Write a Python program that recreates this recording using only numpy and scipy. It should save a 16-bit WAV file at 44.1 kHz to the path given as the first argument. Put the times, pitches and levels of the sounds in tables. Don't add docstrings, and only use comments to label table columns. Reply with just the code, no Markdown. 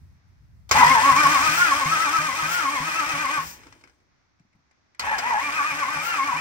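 import sys
import numpy as np
from scipy import signal
from scipy.fft import rfft, irfft, next_fast_len
from scipy.io import wavfile
from scipy.ndimage import uniform_filter1d, map_coordinates

SR = 44100
rng = np.random.default_rng(int(sys.argv[2]) if len(sys.argv) > 2 else 0)


def wav_out(sig):
    wavfile.write(sys.argv[1], SR, np.round(np.clip(np.atleast_2d(sig).T, -1, 1) * 32767).astype(np.int16))


N = 282328
TIME = np.arange(N) / SR
CRANK_HZ = 1150

# on_s, off_s, hum_db
TRIES = [(0.711, 3.38, -11), (4.996, 6.5, -15)]
# time_s, base_tooth_hz, mesh_accent_db
COMPRESSIONS = [(0.854, 965, 3.5), (0.987, 865, -0.5), (1.136, 995, 5), (1.264, 1104, 3.5),
                (1.386, 1028, 4.5), (1.501, 1197, 0), (1.73, 1103, 4), (1.846, 1024, 0.5),
                (1.97, 1227, 3.5), (2.085, 1134, 4), (2.201, 1190, 2), (2.317, 1006, -3), (2.442, 1214, 2),
                (2.675, 1077, -0.5), (2.793, 990, -2), (2.921, 1205, -2.5), (3.036, 1150, 2),
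                (3.156, 1120, -2), (3.271, 1045, -1), (3.401, 1100, 3), (5.192, 728.0, -3),
                (5.361, 828, 3.5), (5.498, 1125, -5), (5.621, 1114, 6.5), (5.736, 1120, -4),
                (5.856, 1003, 1.5), (5.973, 1144.0, -2), (6.213, 1068.0, -1.5), (6.332, 967, 3),
                (6.426, 1250, -6)]
# time_s, impact_db, rasp_db
GEAR_LEVELS = [(0.8, -23, -29), (1.08, -26.5, -31.5), (1.45, -28.5, -32), (1.85, -32, -35.5),
               (2.4, -34, -37.5), (3.35, -33.5, -40), (5.05, -31, -43.5), (5.55, -34.5, -42),
               (6.4, -34.5, -42.5)]
# centre_hz, width_hz, gain_db
BAY_MODES = [(283.5, 26, 7), (557, 42, -0.5), (875, 77, 3.5), (969, 17, 7), (1095.6, 30, 7), (1298, 19, 5),
             (1403, 45, 3), (1522, 62, 7.5), (1739, 97, 9.5), (1870, 130, 1), (2333, 49, 0), (2510, 65, -1),
             (2750, 60, -4)]


def grind(teeth, speed, scatter_db, chatter_db, decay_per_tooth, diffuse_gain, worn_share, free_db):
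    impact_spectrum = [(60, -36.5), (140, -15.5), (210, -5.5), (290, -16), (380, -14.5), (580, -5),
                       (750, -3), (950, -2), (1400, -4.5), (2000, -4.5), (2500, -1.5), (3000, -9),
                       (4000, -16.5), (8000, -52.5), (16000, -60)]
    rasp_spectrum = [(1500, -25.5), (3200, 4.5), (4000, -0.5), (5300, 0), (6400, 1.5), (7100, -7),
                     (8000, -4), (10000, -6), (11300, -51.5), (13000, -9.5), (16000, -9.5)]
    force_db = scatter_db * rng.standard_normal(16384)[teeth.astype(int)]
    contact = unit(amp(force_db + chatter_db * wobble(170)) * np.exp(-decay_per_tooth * (teeth % 1)))
    impact_db, rasp_db = curves(GEAR_LEVELS)
    driven = engaged(rise_s=.0043, fall_s=.065)
    turning = speed * (driven + amp(free_db) * (1 - driven) * momentum() ** .76)
    worn = np.clip(worn_share * engaged(rise_s=.029, fall_s=.019), 0, 1)

    def scrape():
        flanks = np.sqrt(worn) * wear(teeth, slip_teeth=.018)
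        friction = contact * (flanks + np.sqrt(1 - worn) * rng.standard_normal(N))
        impacts = coloured(friction, impact_spectrum) * amp(impact_db - 5)
        rasp = coloured(contact * rng.standard_normal(N), rasp_spectrum) * amp(rasp_db + .9)
        return bay(impacts * turning * momentum(), direct=.92) + rasp * turning

    return ports(scrape()) + diffuse_gain * np.array([scrape(), scrape()])


def wear(teeth, slip_teeth):
    flanks = rng.standard_normal(256)
    turns = (teeth + slip_teeth * wobble(70)) / 8
    return unit(np.interp(turns % 1, np.arange(256) / 256, flanks, period=1))


def whine(teeth, tooth_hz, mesh_db, overtone_db, slack_db, slack_hz_per_s, sing_hz):
    motor_orders = [(.25, 1.5), (.5, 5)]
    mesh_orders = [(.75, -12), (1, 3.5), (1.25, -8.5), (1.5, -15.5)]
    impact_orders = [(1.75, -17.5), (2, 0), (3, -14.5)]
    impact_db, _ = curves(GEAR_LEVELS)
    hum_db, = curves([(s, db) for on, off, db in TRIES for s in (on, off)])
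    _, accent_db = curves(COMPRESSIONS)
    slack = np.clip(np.gradient(tooth_hz) * SR / slack_hz_per_s, 0, 1)
    hum = partials(teeth, tooth_hz, motor_orders, direct=.25, flutter_db=3, rough=.068, slip_rad=.18)
    mesh = partials(teeth, tooth_hz, mesh_orders, direct=.4, flutter_db=2.6, rough=.3, slip_rad=.4)
    bite = partials(teeth, tooth_hz, impact_orders, direct=.45, flutter_db=3, rough=.35, slip_rad=.45)
    tones = np.minimum(tooth_hz / CRANK_HZ, 1) ** 2 * (amp(hum_db) * hum + amp(overtone_db) * bite)
    tones += amp(mesh_db + accent_db - slack_db * slack) * mesh
    singing = np.minimum(tooth_hz / sing_hz, 1) ** 5 * engaged(rise_s=.08, fall_s=.02)
    return tones * amp(impact_db) * singing


def partials(teeth, tooth_hz, orders, direct, flutter_db, rough, slip_rad):
    out = np.zeros(N)
    phase = 2 * np.pi * teeth + slip_rad * wobble(90)
    for order, db in orders:
        gain = amp(db + flutter_db * wobble(55)) * (1 + rough * wobble(300))
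        out += gain * surge(order * tooth_hz, direct) * np.sin(order * phase + rng.uniform(0, 2 * np.pi))
    return out


def tooth_rate(recovery_hz_per_s, spin_up_s):
    tooth_hz = np.zeros(N)
    for on, off, _ in TRIES:
        times, slow_hz = np.transpose([(s, hz) for s, hz, _ in COMPRESSIONS if on < s < off + .1])
        times, slow_hz = np.r_[on, times], np.r_[slow_hz[0], slow_hz]
        steps = np.arange(len(times))
        stroke, phase = np.divmod(np.interp(TIME, times, steps), 1)
        base_hz = np.interp(stroke + (1 - np.cos(np.pi * phase)) / 2, steps, slow_hz)
        gap_s = np.r_[np.diff(times), 0][stroke.astype(int)]
        swing_hz = recovery_hz_per_s * gap_s * np.sin(np.pi * phase ** 1.056) ** 1.63
        spin_up = 1 - .55 * np.exp(-np.abs(TIME - on) / spin_up_s)
        tooth_hz = np.where(TIME >= on, (base_hz + swing_hz) * spin_up, tooth_hz)
    return tooth_hz * momentum()


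def engaged(rise_s, fall_s):
    return sum(np.clip((TIME - on) / rise_s, 0, 1) * np.exp(-np.maximum(TIME - off, 0) / fall_s)
               for on, off, _ in TRIES)


def momentum(coast_s=.75):
    return sum((TIME >= on) * np.clip(1 - (TIME - off) / coast_s, 0, 1) for on, off, _ in TRIES)


def blows():
    # start_s, level_db
    clack_hits = [(0.692, -32.5), (0.7121, -8), (4.9952, -21), (5.1841, -20.5)]
    knock_hits = [(0.746, -10), (0.768, -1), (0.791, -6), (0.81, -2), (0.829, -1.5), (0.905, -17),
                  (1.094, -13.5), (1.797, -19.5), (2.064, -19.5), (5.038, -22), (5.067, -16.5), (5.09, -20),
                  (5.112, -10)]
    tick_hits = [(3.6342, -38.5), (3.668, -39.5), (3.7249, -38), (3.8112, -47.5), (3.8383, -40),
                 (3.8743, -46), (3.8964, -51.5), (4.0024, -60), (4.3964, -58), (4.5294, -61),
                 (4.7116, -53.5), (4.9477, -49)]
    bump_hits = [(0.017, -55.5), (0.048, -62), (4.399, -51), (4.449, -55.5), (4.551, -48), (4.589, -55)]
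    # freq_hz, level_db
    clack_spectrum = [(80, -24.5), (400, -8.5), (1300, 3.5), (3000, -6), (5000, -3.5), (7000, -8),
                      (10000, -23.5), (16000, -18)]
    knock_spectrum = [(200, -23.5), (600, -13.5), (950, 5.5), (1300, -8.5), (2500, -18), (8000, -47.5)]
    tick_spectrum = [(200, -4.5), (2000, 6), (3600, -6), (6000, -4), (9000, -16.5), (16000, -43)]
    bump_spectrum = [(40, -10), (160, 3), (300, -3), (450, -25), (1000, -22), (3000, -41), (10000, -50.5)]
    clacks = amp(-3) * coloured(bursts(clack_hits, t60_s=.069), clack_spectrum)
    knocks = amp(-13) * bay(coloured(bursts(knock_hits, t60_s=.05), knock_spectrum), direct=1)
    ticks = amp(-5.5) * coloured(bursts(tick_hits, t60_s=.03), tick_spectrum)
    bumps = amp(-5) * coloured(bursts(bump_hits, t60_s=.1), bump_spectrum)
    return clacks + knocks + ticks + bumps


def puffs(ring_hz, sag, settle_s, t60_s):
    cylinder_puffs = [(0.747, -30.5), (0.856, -29.5), (1.118, -32), (1.246, -30), (1.488, -34),
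                      (1.857, -28.5), (2.187, -34), (2.428, -35.5), (2.803, -34), (3.137, -37),
                      (3.382, -38.5), (5.716, -43), (5.961, -39), (6.338, -38.5)]
    out, t = np.zeros(N + SR), np.arange(SR // 3) / SR
    phase = 2 * np.pi * np.cumsum(ring_hz * (1 - sag * np.exp(-t / settle_s))) / SR
    ring = -np.sin(phase) * amp(-60 * t / t60_s) * (1 - np.exp(-t / .00067))
    push = -np.sin(2 * np.pi * 85 * t) * amp(-60 * t / .033)
    for s, db in cylinder_puffs:
        out[round(s * SR):][:len(t)] += amp(db) * (ring + amp(-7) * push)
    return out[:N]


def leaks():
    hisses = [(1.576, -32.5, 0.062), (2.532, -32.5, 0.043), (3.478, -39, 0.069), (6.064, -37, 0.04)]
    spectrum = [(500, -22), (3000, -13), (6000, -1), (10000, -13), (15000, -1.5)]
    return noise(spectrum) * sum(amp(db) * np.exp(-((TIME - s) / half_s) ** 2) for s, db, half_s in hisses)


def rumble(tooth_hz, heave_db, throb_db, distance_power, lumpy_db, common_gain):
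    spectrum = [(25, -30), (45, -4), (70, 2.5), (110, -1.5), (170, -10), (300, -29), (1000, -51)]
    breeze = [(0.05, -47.5), (0.22, -59), (0.65, -51), (3.9, -68.5), (4.9, -78.5)]
    impact_db, _ = curves(GEAR_LEVELS)
    breeze_db, = curves(breeze)
    sag_hz = uniform_filter1d(tooth_hz, size=SR // 8) - tooth_hz
    load = np.tanh(sag_hz / 50) * engaged(rise_s=.18, fall_s=.04)
    distance_db = distance_power * (impact_db - impact_db.max())
    block = amp(heave_db + distance_db + throb_db * load) * momentum() ** 2
    low = unit(common_gain * ports(noise(spectrum)) + np.array([noise(spectrum), noise(spectrum)]))
    return low * np.hypot(block, amp(breeze_db)) * amp(lumpy_db * wobble(17))


def coasting(level_db, churn_db):
    spectrum = [(100, -13.5), (200, -5), (300, 5), (400, -2), (600, -6), (1000, -11), (3000, -40)]
    free = momentum() * (momentum() < 1)
    return noise(spectrum) * free * amp(level_db + churn_db * wobble(25))


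def bay(x, direct):
    return filtered(x, lambda f: direct + sum(amp(db) * 1j * f * width / (hz**2 - f**2 + 1j * f * width)
                                              for hz, width, db in BAY_MODES))


def surge(hz, direct):
    power = sum(amp(db) ** 2 / (1 + (2 * (hz - centre) / width) ** 2) for centre, width, db in BAY_MODES)
    return np.sqrt(direct ** 2 + power)


def hood(x):
    decay = [(150, 0.16), (1000, 0.23), (4000, 0.067), (12000, 0.025)]
    strength = [(150, -28), (500, -13), (1100, -11), (2000, -5), (5000, -2)]
    hz, t, bins = signal.stft(rng.standard_normal((2, SR // 3)), SR, nperseg=256)
    tail = signal.istft(bins * amp(-60 * t / along(decay, hz)[:, None]), SR, nperseg=256)[1]
    echo = signal.fftconvolve(x, tail / np.linalg.norm(tail[0]), axes=1)[:, :N]
    return filtered(echo, lambda f: amp(along(strength, f)))


def ports(x):
    phase = [(100, -0.5), (500, 0.95), (1000, 1.08), (1200, 0.81), (1400, -2), (1720, -2.5), (2600, -8.5),
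             (3500, -8), (6300, -16), (7300, -18), (9800, -21.5), (12500, -9.5), (13500, -30)]
    level = [(200, 2), (700, 1), (1100, 3), (2500, 3.5), (5000, 8), (8000, 5.5), (13000, -2)]
    sides = np.array([[.5], [-.5]])
    return filtered(x, lambda f: amp(sides * along(level, f)) * np.exp(1j * sides * along(phase, f)))


def outdoor_air(level_db):
    spectrum = [(80, -9.5), (170, -6.5), (310, -7.5), (450, -15.5), (800, -11.5), (1200, -11.5),
                (2200, -13), (3000, -22.5), (6000, -19), (9000, -48.5), (15000, -63.5)]
    return amp(level_db - wobble(4.3)) * np.array([noise(spectrum), noise(spectrum)])


def amp(db):
    return 10 ** (np.asarray(db) / 20)


def unit(x):
    return x / np.sqrt(np.mean(x ** 2) + 1e-20)


def along(points, hz):
    freq_hz, values = np.transpose(points)
    return np.interp(np.log(hz + 1), np.log(freq_hz + 1), values)


def curves(rows):
    times, *columns = np.transpose(rows)
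    return [np.interp(TIME, times, column) for column in columns]


def wobble(knots_per_s):
    knots = rng.standard_normal(4096)
    coarse = TIME[::16]
    return np.interp(TIME, coarse, map_coordinates(knots, [coarse * knots_per_s], mode="wrap"))


def filtered(x, response):
    size = next_fast_len(N + SR // 2)
    return irfft(rfft(x, size) * response(np.fft.rfftfreq(size, 1 / SR)), size)[..., :N]


def coloured(x, spectrum):
    size = 4096
    cepstrum = irfft(np.log(amp(along(spectrum, np.fft.rfftfreq(size, 1 / SR)))))
    cepstrum[1:size // 2] *= 2
    cepstrum[size // 2 + 1:] = 0
    kernel = irfft(np.exp(rfft(cepstrum)))
    return signal.fftconvolve(x, kernel / np.linalg.norm(kernel))[:N]


def noise(spectrum):
    return unit(coloured(rng.standard_normal(N), spectrum))


def bursts(hits, t60_s):
    out, t = np.zeros(N + SR), np.arange(SR // 4) / SR
    for s, db in hits:
        out[round(s * SR):][:len(t)] += amp(db - 60 * t / t60_s) * rng.standard_normal(len(t))
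    return out[:N]


def scene():
    tooth_hz = tooth_rate(recovery_hz_per_s=1250, spin_up_s=.05)
    teeth = np.cumsum(tooth_hz) / SR
    gears = grind(teeth, speed=tooth_hz / CRANK_HZ, scatter_db=.86, chatter_db=1.3, decay_per_tooth=1.3,
                  diffuse_gain=.62, worn_share=.33, free_db=-17)
    tones = whine(teeth, tooth_hz, mesh_db=3.5, overtone_db=-.5, slack_db=4, slack_hz_per_s=2800,
                  sing_hz=850)
    engine = ports(tones + blows() + leaks() + coasting(level_db=-58, churn_db=3.5)) + gears
    pipe = puffs(ring_hz=176.4, sag=.18, settle_s=.062, t60_s=.42)
    bass = rumble(tooth_hz, heave_db=-37, throb_db=.5, distance_power=1.7, lumpy_db=1.5, common_gain=.87)
    return engine + hood(engine) + pipe + bass + outdoor_air(level_db=-69.5)


def record(dry):
    ceiling, top_hz = .9, 15850
    rounded = dry / (1 + np.abs(dry / ceiling) ** 6) ** (1 / 6)
    return filtered(rounded, lambda hz: np.clip((top_hz - hz) / 400 + .5, 0, 1) ** 2)


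dry = scene()
out = record(dry)
wav_out(out)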